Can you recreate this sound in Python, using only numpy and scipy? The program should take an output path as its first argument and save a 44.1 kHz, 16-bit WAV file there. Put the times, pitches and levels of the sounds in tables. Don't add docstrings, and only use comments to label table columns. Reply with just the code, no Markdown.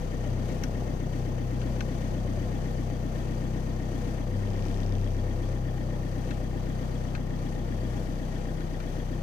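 import sys
import numpy as np
from scipy import signal
from scipy.fft import rfft, irfft, next_fast_len
from scipy.io import wavfile
from scipy.ndimage import uniform_filter1d

SR = 44100
rng = np.random.default_rng(int(sys.argv[2]) if len(sys.argv) > 2 else 0)


def master_out(mix):
    frames = np.transpose(np.atleast_2d(mix))
    ceiling = np.clip(frames, -1, 1)
    pcm = np.round(ceiling * 32767).astype(np.int16)
    wavfile.write(sys.argv[1], SR, pcm)


def undo_db(level):
    steps = np.asarray(level, float) / 20
    return 10 ** steps


N = 406602

# t/s, speed/rpm
GOVERNOR_SPEED = [(0.0, 919.0), (0.37, 971.7), (0.61, 927.7), (0.88, 961.5), (0.89, 926.9), (1.43, 957.5),
                  (2.04, 933.7), (2.37, 968.2), (2.52, 943.1), (4.32, 939.3), (4.32, 997.8), (4.82, 1004.2),
                  (5.26, 967.6), (5.92, 944.5), (7.69, 938.4), (7.83, 957.5), (7.99, 938.0), (9.22, 932.8)]
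# order, level off resonance/dB, change as the hand sinks/dB, wander/dB
MAIN_ORDERS = [(2, -41.5, -5, 1.4), (3, -43.5, -3.5, 0.2), (4, -39.5, -7, 1.8), (5, -37.5, 0.5, 1.6),
               (7, -47, -2.5, 1)]
# order, level/dB, wander/dB, lift under load/dB
UPPER_ORDERS = [(6, -47.5, 2.2, 6.5), (8, -59, 4, -3), (9, -58, 3, -14), (10, -64, 6.5, -8),
                (11, -56, 0, 1), (12, -59.5, 3, 11)]
# f/Hz, width/Hz, level/dB
STANDING_WAVES = [(64.1, 3.6, 4), (66.4, 1.2, 0.5), (98.97, 7.74, 13.5), (128.2, 6.9, 4), (134.9, 1.8, -9),
                  (161.56, 5.04, -15.5), (166.5, 3.3, -8), (167, 1.5, 7.5), (220.7, 7.7, 3.5),
                  (228.8, 9, -10)]
# f/Hz, width/Hz
PHASE_MODES = [(67, 3.2), (95.2, 2.7), (97.7, -12), (156.2, 2.8), (188.2, 2), (219.8, 2.3), (225.2, 3)]
# t/s, share of the way/0-1
HAND_SINKING = [
    (0, 0),
    (3, 0.07),
    (5.8, 0.07),
    (7, 0.23),
    (8, 0.29),
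    (8.8, 0.94),
    (9.22, 0.3),
]
# f/Hz, level/dB per Hz
BLOCK_SPECTRUM = [(40, -14.5), (110, -6), (260, -9.5), (340, -8), (420, -13.5), (650, -13), (900, -20),
                  (1350, -24), (2200, -29.5), (3900, -34), (6000, -35), (7200, -38), (11000, -45.5),
                  (16000, -47.5)]
# f/Hz, width/Hz, level/dB
BULKHEAD_PANELS = [(495, 51, 7.5), (591, 7.7, 6.5), (813, 14, 7.5), (1817, 117, 5.5), (3030, 48, 6),
                   (4600, 51, 7.5), (6150, 320, 6)]
# place in cycle/0-1, number per cycle, f/Hz, width/Hz, length/ms,
# level at first/dB, level at last/dB
TICKS = [(.81, 1, 2000, 520, 11, -60, -69), (.9, 1, 1950, 500, 15, -60, -71),
         (.05, 1, 1830, 260, 8.5, -62, -58), (.8, 1, 1830, 280, 6.5, -65, -61),
         (.56, 1, 1850, 350, 6.5, -70, -62), (.77, 1, 3050, 400, 6.5, -67, -73),
         (.13, 1, 3250, 400, 4.5, -70, -68), (.02, 1, 3300, 350, 12, -71, -65),
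         (.03, 4, 3270, 450, 6.5, -72, -65.5), (.2, 4, 4570, 500, 12, -70, -71),
         (.01, 4, 6150, 800, 9.5, -61.5, -73)]
# place in cycle/0-1, f/Hz, t60/s, level/dB
PANEL_THUMPS = [
    (.0, 115, .3, -51),
    (.22, 338, .09, -54),
    (.5, 500, .04, -58),
    (.6, 480, .04, -59),
    (.33, 700, .035, -61),
    (.02, 620, .04, -60),
]
# t/s, peak level/dB, low ring f/Hz, 5-7 kHz level against it/dB, fade/s
CREAKS = [
    (0.6355, -29.5, 1600, 1.5, 0.0058),
    (1.6148, -37, 1510, -20, 0.0065),
    (1.8055, -29.5, 1590, -7.5, 0.0058),
    (3.1552, -44, 1780, -17, 0.0065),
    (5.9724, -55, 1750, -11, 0.0065),
    (6.3074, -36, 1610, -31, 0.0065),
    (7.15, -33.5, 1560, -16, 0.0077),
    (8.606, -44, 1540, -11, 0.0056),
    (8.8018, -38.5, 1630, -39, 0.0065),
]
# f/Hz, level under the left/dB, likeness/0-1
RIGHT_PORT = [(30, 4, 0.95), (114, 5, 1), (235, 1.5, 0.65), (290, 3, 0.56), (600, 4, 0.7),
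              (1110, 2.5, 0.27), (1840, 8, 0.84), (3440, 8, 0), (4570, 7, 0.15), (5530, 13.5, 0),
              (7040, 34, 0), (16000, 8, .1)]

START_CYCLE = .909
FLYWHEEL_S = .127
BLOCK_DB = -36.5
PORT_LAG_S, LAG_FROM_HZ, DETOUR_FROM_HZ = 0.0004, 780, 386
WHINE_HZ, TOP_HZ = 15477, 15545
WHINE_DB, WHINE_FADE_DB_S, WHINE_WANDER_DB = -76, .8, 1.8
TIME = np.arange(N) / SR
PADDED = next_fast_len(N, True)
FREQ = np.maximum(np.arange(PADDED // 2 + 1) * SR / PADDED, 1)


def level(x, db):
    return x * undo_db(db) / np.sqrt(np.mean(x ** 2))


def walk(rate):
    held = np.repeat(rng.standard_normal(int(N / SR * rate) + 2), 32)
    slewed = 1.3 * uniform_filter1d(uniform_filter1d(held, 32), 32)
    return np.interp(TIME * rate * 32, np.arange(len(slewed)), slewed)


def to_freq(x):
    return rfft(x, PADDED)


def to_time(spectrum):
    return irfft(spectrum, PADDED)[..., :N]


def over_freq(hz, value):
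    return np.interp(np.log(FREQ), np.log(hz), value)


def resonances(f, modes):
    return sum(db / (1 + (2 * (f - hz) / width) ** 2) for hz, width, db in modes)


def ring(x, hz, t60):
    pole = np.exp(2j * np.pi * hz / SR - np.log(1000) / (t60 * SR))
    return signal.lfilter([1], [1, -pole], x).imag


def band(x, hz, width):
    return signal.lfilter(*signal.iirpeak(hz, hz / width, SR), x)


def steep(x, hz, width):
    return band(band(x, hz, width), hz, width)


def strikes(cycle, places, sizes):
    when = np.arange(len(sizes))[:, None] + places
    index = np.searchsorted(cycle, when.ravel())
    return np.bincount(index, sizes.ravel() * (index > 0), N + 1)[:N]


def rattle(cycle, count, places, ms, fresh=.4):
    hit = strikes(cycle, places, undo_db(1.2 * rng.standard_normal((count, len(places)))))
    age = np.arange(2048) / SR * 1000 / ms
    shape = age * np.exp(-2 * age)
    same = signal.oaconvolve(hit, shape * rng.standard_normal(2048))[:N]
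    return same + fresh * signal.oaconvolve(hit, shape)[:N] * rng.standard_normal(N)


def order_levels(rpm, load):
    orders = [(1, -34.3 + 4.2 * uniform_filter1d(load, SR // 2, origin=SR // 5))]
    sunk = np.interp(TIME, *np.transpose(HAND_SINKING))
    for k, db, sunk_db, wander_db in MAIN_ORDERS:
        cabin_db = resonances(k * rpm / 30, STANDING_WAVES)
        orders.append((k, db + cabin_db + sunk_db * sunk + wander_db * walk(4)))
    for k, db, wander_db, lift_db in UPPER_ORDERS:
        orders.append((k, db + wander_db * walk(3.5) + lift_db * load ** 2))
    return orders


def boom(rpm, cycle, load):
    out = 0
    for k, db in order_levels(rpm, load):
        hz = k * rpm[::64] / 30
        lag = sum(np.arctan2(hz * width, centre ** 2 - hz ** 2) for centre, width in PHASE_MODES)
        lag = np.interp(TIME, TIME[::64], lag)
        uneven = 1 + 0.094 * walk(14) * min(k / 2.6, 1)
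        jitter = 0.082 * walk(9) * (k > 1)
        tone = np.cos(8 * np.pi * k * cycle - lag + jitter)
        out = out + np.sqrt(2) * undo_db(db + 1.5) * uneven * tone
    return out


def block(cycle, count, load):
    db = over_freq(*np.transpose(BLOCK_SPECTRUM)) + resonances(FREQ, BULKHEAD_PANELS)
    repeat = 0.55 / (1 + (FREQ / 1100) ** 2)
    paths = []
    for _ in range(2):
        sizes = signal.lfilter([1], [1, -.8], rng.standard_normal((count, 90)), axis=0)
        sizes = sizes * undo_db(0.78 * rng.standard_normal(90))
        clatter = level(strikes(cycle, rng.random(90), sizes), 0)
        throb = 1 + 0.15 * np.cos(8 * np.pi * (cycle - .02))
        hiss = level(throb * undo_db(walk(9)) * rng.standard_normal(N), 0)
        mix = np.sqrt(repeat) * to_freq(clatter) + np.sqrt(1 - repeat) * to_freq(hiss)
        paths.append(level(to_time(undo_db(db) * mix), BLOCK_DB))
    return np.array(paths) * undo_db(0.82 * load - 0.18 * TIME + 0.39 * walk(1.59))


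def ticks(cycle, count):
    out = 0
    for place, per, hz, width, ms, first_db, last_db in TICKS:
        tick = steep(rattle(cycle, count, place + np.arange(per) / per, ms), hz, width)
        drift_db = first_db + (last_db - first_db) * TIME / TIME[-1]
        out = out + level(tick, 0) * undo_db(drift_db + .8 * walk(1.1))
    return out


def knock(cycle, count, load):
    blow = rattle(cycle, count, .175 + np.arange(4) / 4, .9, fresh=.5)
    sound = level(steep(blow, 5200, 2000), 0) + level(steep(blow, 3100, 1800), .5)
    late_load = np.roll(load, SR // 9)
    return level(sound, -55) * np.clip(late_load ** 1.5, .085, 1)


def thumps(cycle, count):
    out = 0
    for k, (place, hz, t60, db) in enumerate(PANEL_THUMPS):
        sizes = undo_db(1.3 * rng.standard_normal((count, 1)))
        blow = (-1) ** k * strikes(cycle, place, sizes)
        thump = level(ring(ring(blow, hz, t60), hz, t60), db)
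        out = out + thump * undo_db(.9 * walk(1.2) + 1.5 - .3 * TIME)
    return out


def mount(cycle, count):
    age = np.arange(3000) / SR
    turns = np.cumsum(215 + 165 * np.exp(-age / .016)) / SR
    swell = age ** 1.5 * np.exp(-age / .0105)
    blow = strikes(cycle, .89, undo_db(rng.standard_normal((count, 1))))
    sound = signal.oaconvolve(blow, swell * np.sin(2 * np.pi * turns))[:N]
    return level(sound, -41.5) * undo_db(0.3 * walk(1.25) - 0.24 * TIME)


def creaks():
    out = np.zeros(N)
    age = np.arange(4096) / SR
    for s, db, hz, bright_db, fade_s in CREAKS:
        snap = 1 + 0.51 * np.exp(-age / 0.00013)
        slip = rng.standard_normal(4096) * np.exp(-age / fade_s) * snap
        low, middle = steep(slip, hz, 420), steep(slip, 2340, 1640)
        body = low / low.std() + middle / middle.std()
        body = body + .3 * steep(slip, 3700, 1800) / middle.std()
        bright = steep(slip, 5670, 1460) + 0.13 * band(slip, 9000, 7000)
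        sound = body / np.abs(body).max() + undo_db(bright_db) * bright / np.abs(bright).max()
        start = int(s * SR)
        out[start:start + 4096] += undo_db(db + 7) * sound / np.abs(sound).max()
    return out


def detour(x, spread_s=.006):
    random_delay = np.interp(FREQ, np.arange(0, SR, 90), rng.random(SR // 90))
    delay = spread_s * random_delay * (FREQ > DETOUR_FROM_HZ)
    turns = .25 + np.cumsum(delay) * SR / PADDED
    return to_time(to_freq(x) * np.exp(-2j * np.pi * turns))


def ports(direct, other):
    hz, down_db, like = np.transpose(RIGHT_PORT)
    like = np.clip(over_freq(hz, like), 0, 1)
    lag_s = PORT_LAG_S / (1 + (LAG_FROM_HZ / FREQ) ** 6)
    direct = to_freq(direct)
    shared = like * direct + np.sqrt(1 - like ** 2) * to_freq(other)
    right = undo_db(-over_freq(hz, down_db)) * shared
    return to_time([np.exp(-2j * np.pi * FREQ * lag_s) * direct, right])


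def scene():
    smooth = int(FLYWHEEL_S * SR)
    called = np.interp(TIME, *np.transpose(GOVERNOR_SPEED))
    rpm = uniform_filter1d(uniform_filter1d(called, smooth), smooth)
    cycle = START_CYCLE + np.cumsum(rpm) / 120 / SR
    count = int(cycle[-1]) + 2
    load = np.clip((rpm - 955) / 45, 0, 1)
    rumble, rumble_other = block(cycle, count, load)
    parts = boom(rpm, cycle, load) + ticks(cycle, count) + knock(cycle, count, load)
    parts = parts + thumps(cycle, count) + mount(cycle, count) + creaks()
    return ports(parts + rumble, detour(parts) + rumble_other)


def low_pass(x):
    return signal.sosfilt(signal.butter(12, 15700, fs=SR, output="sos"), x)


def record(dry):
    hiss = signal.lfilter([1, -.5], [1], rng.standard_normal(dry.shape)) * undo_db(-67.5 + .5 * walk(13))
    whine_db = WHINE_DB - WHINE_FADE_DB_S * TIME + WHINE_WANDER_DB * walk(1.47)
    whine_db = whine_db + np.array([[4], [-7]])
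    whine = np.sqrt(2) * np.sin(2 * np.pi * WHINE_HZ * TIME) * undo_db(whine_db)
    wet = to_time(to_freq(dry + hiss + whine) * (FREQ < TOP_HZ))
    return low_pass(wet)


dry = scene()
out = record(dry)
master_out(out)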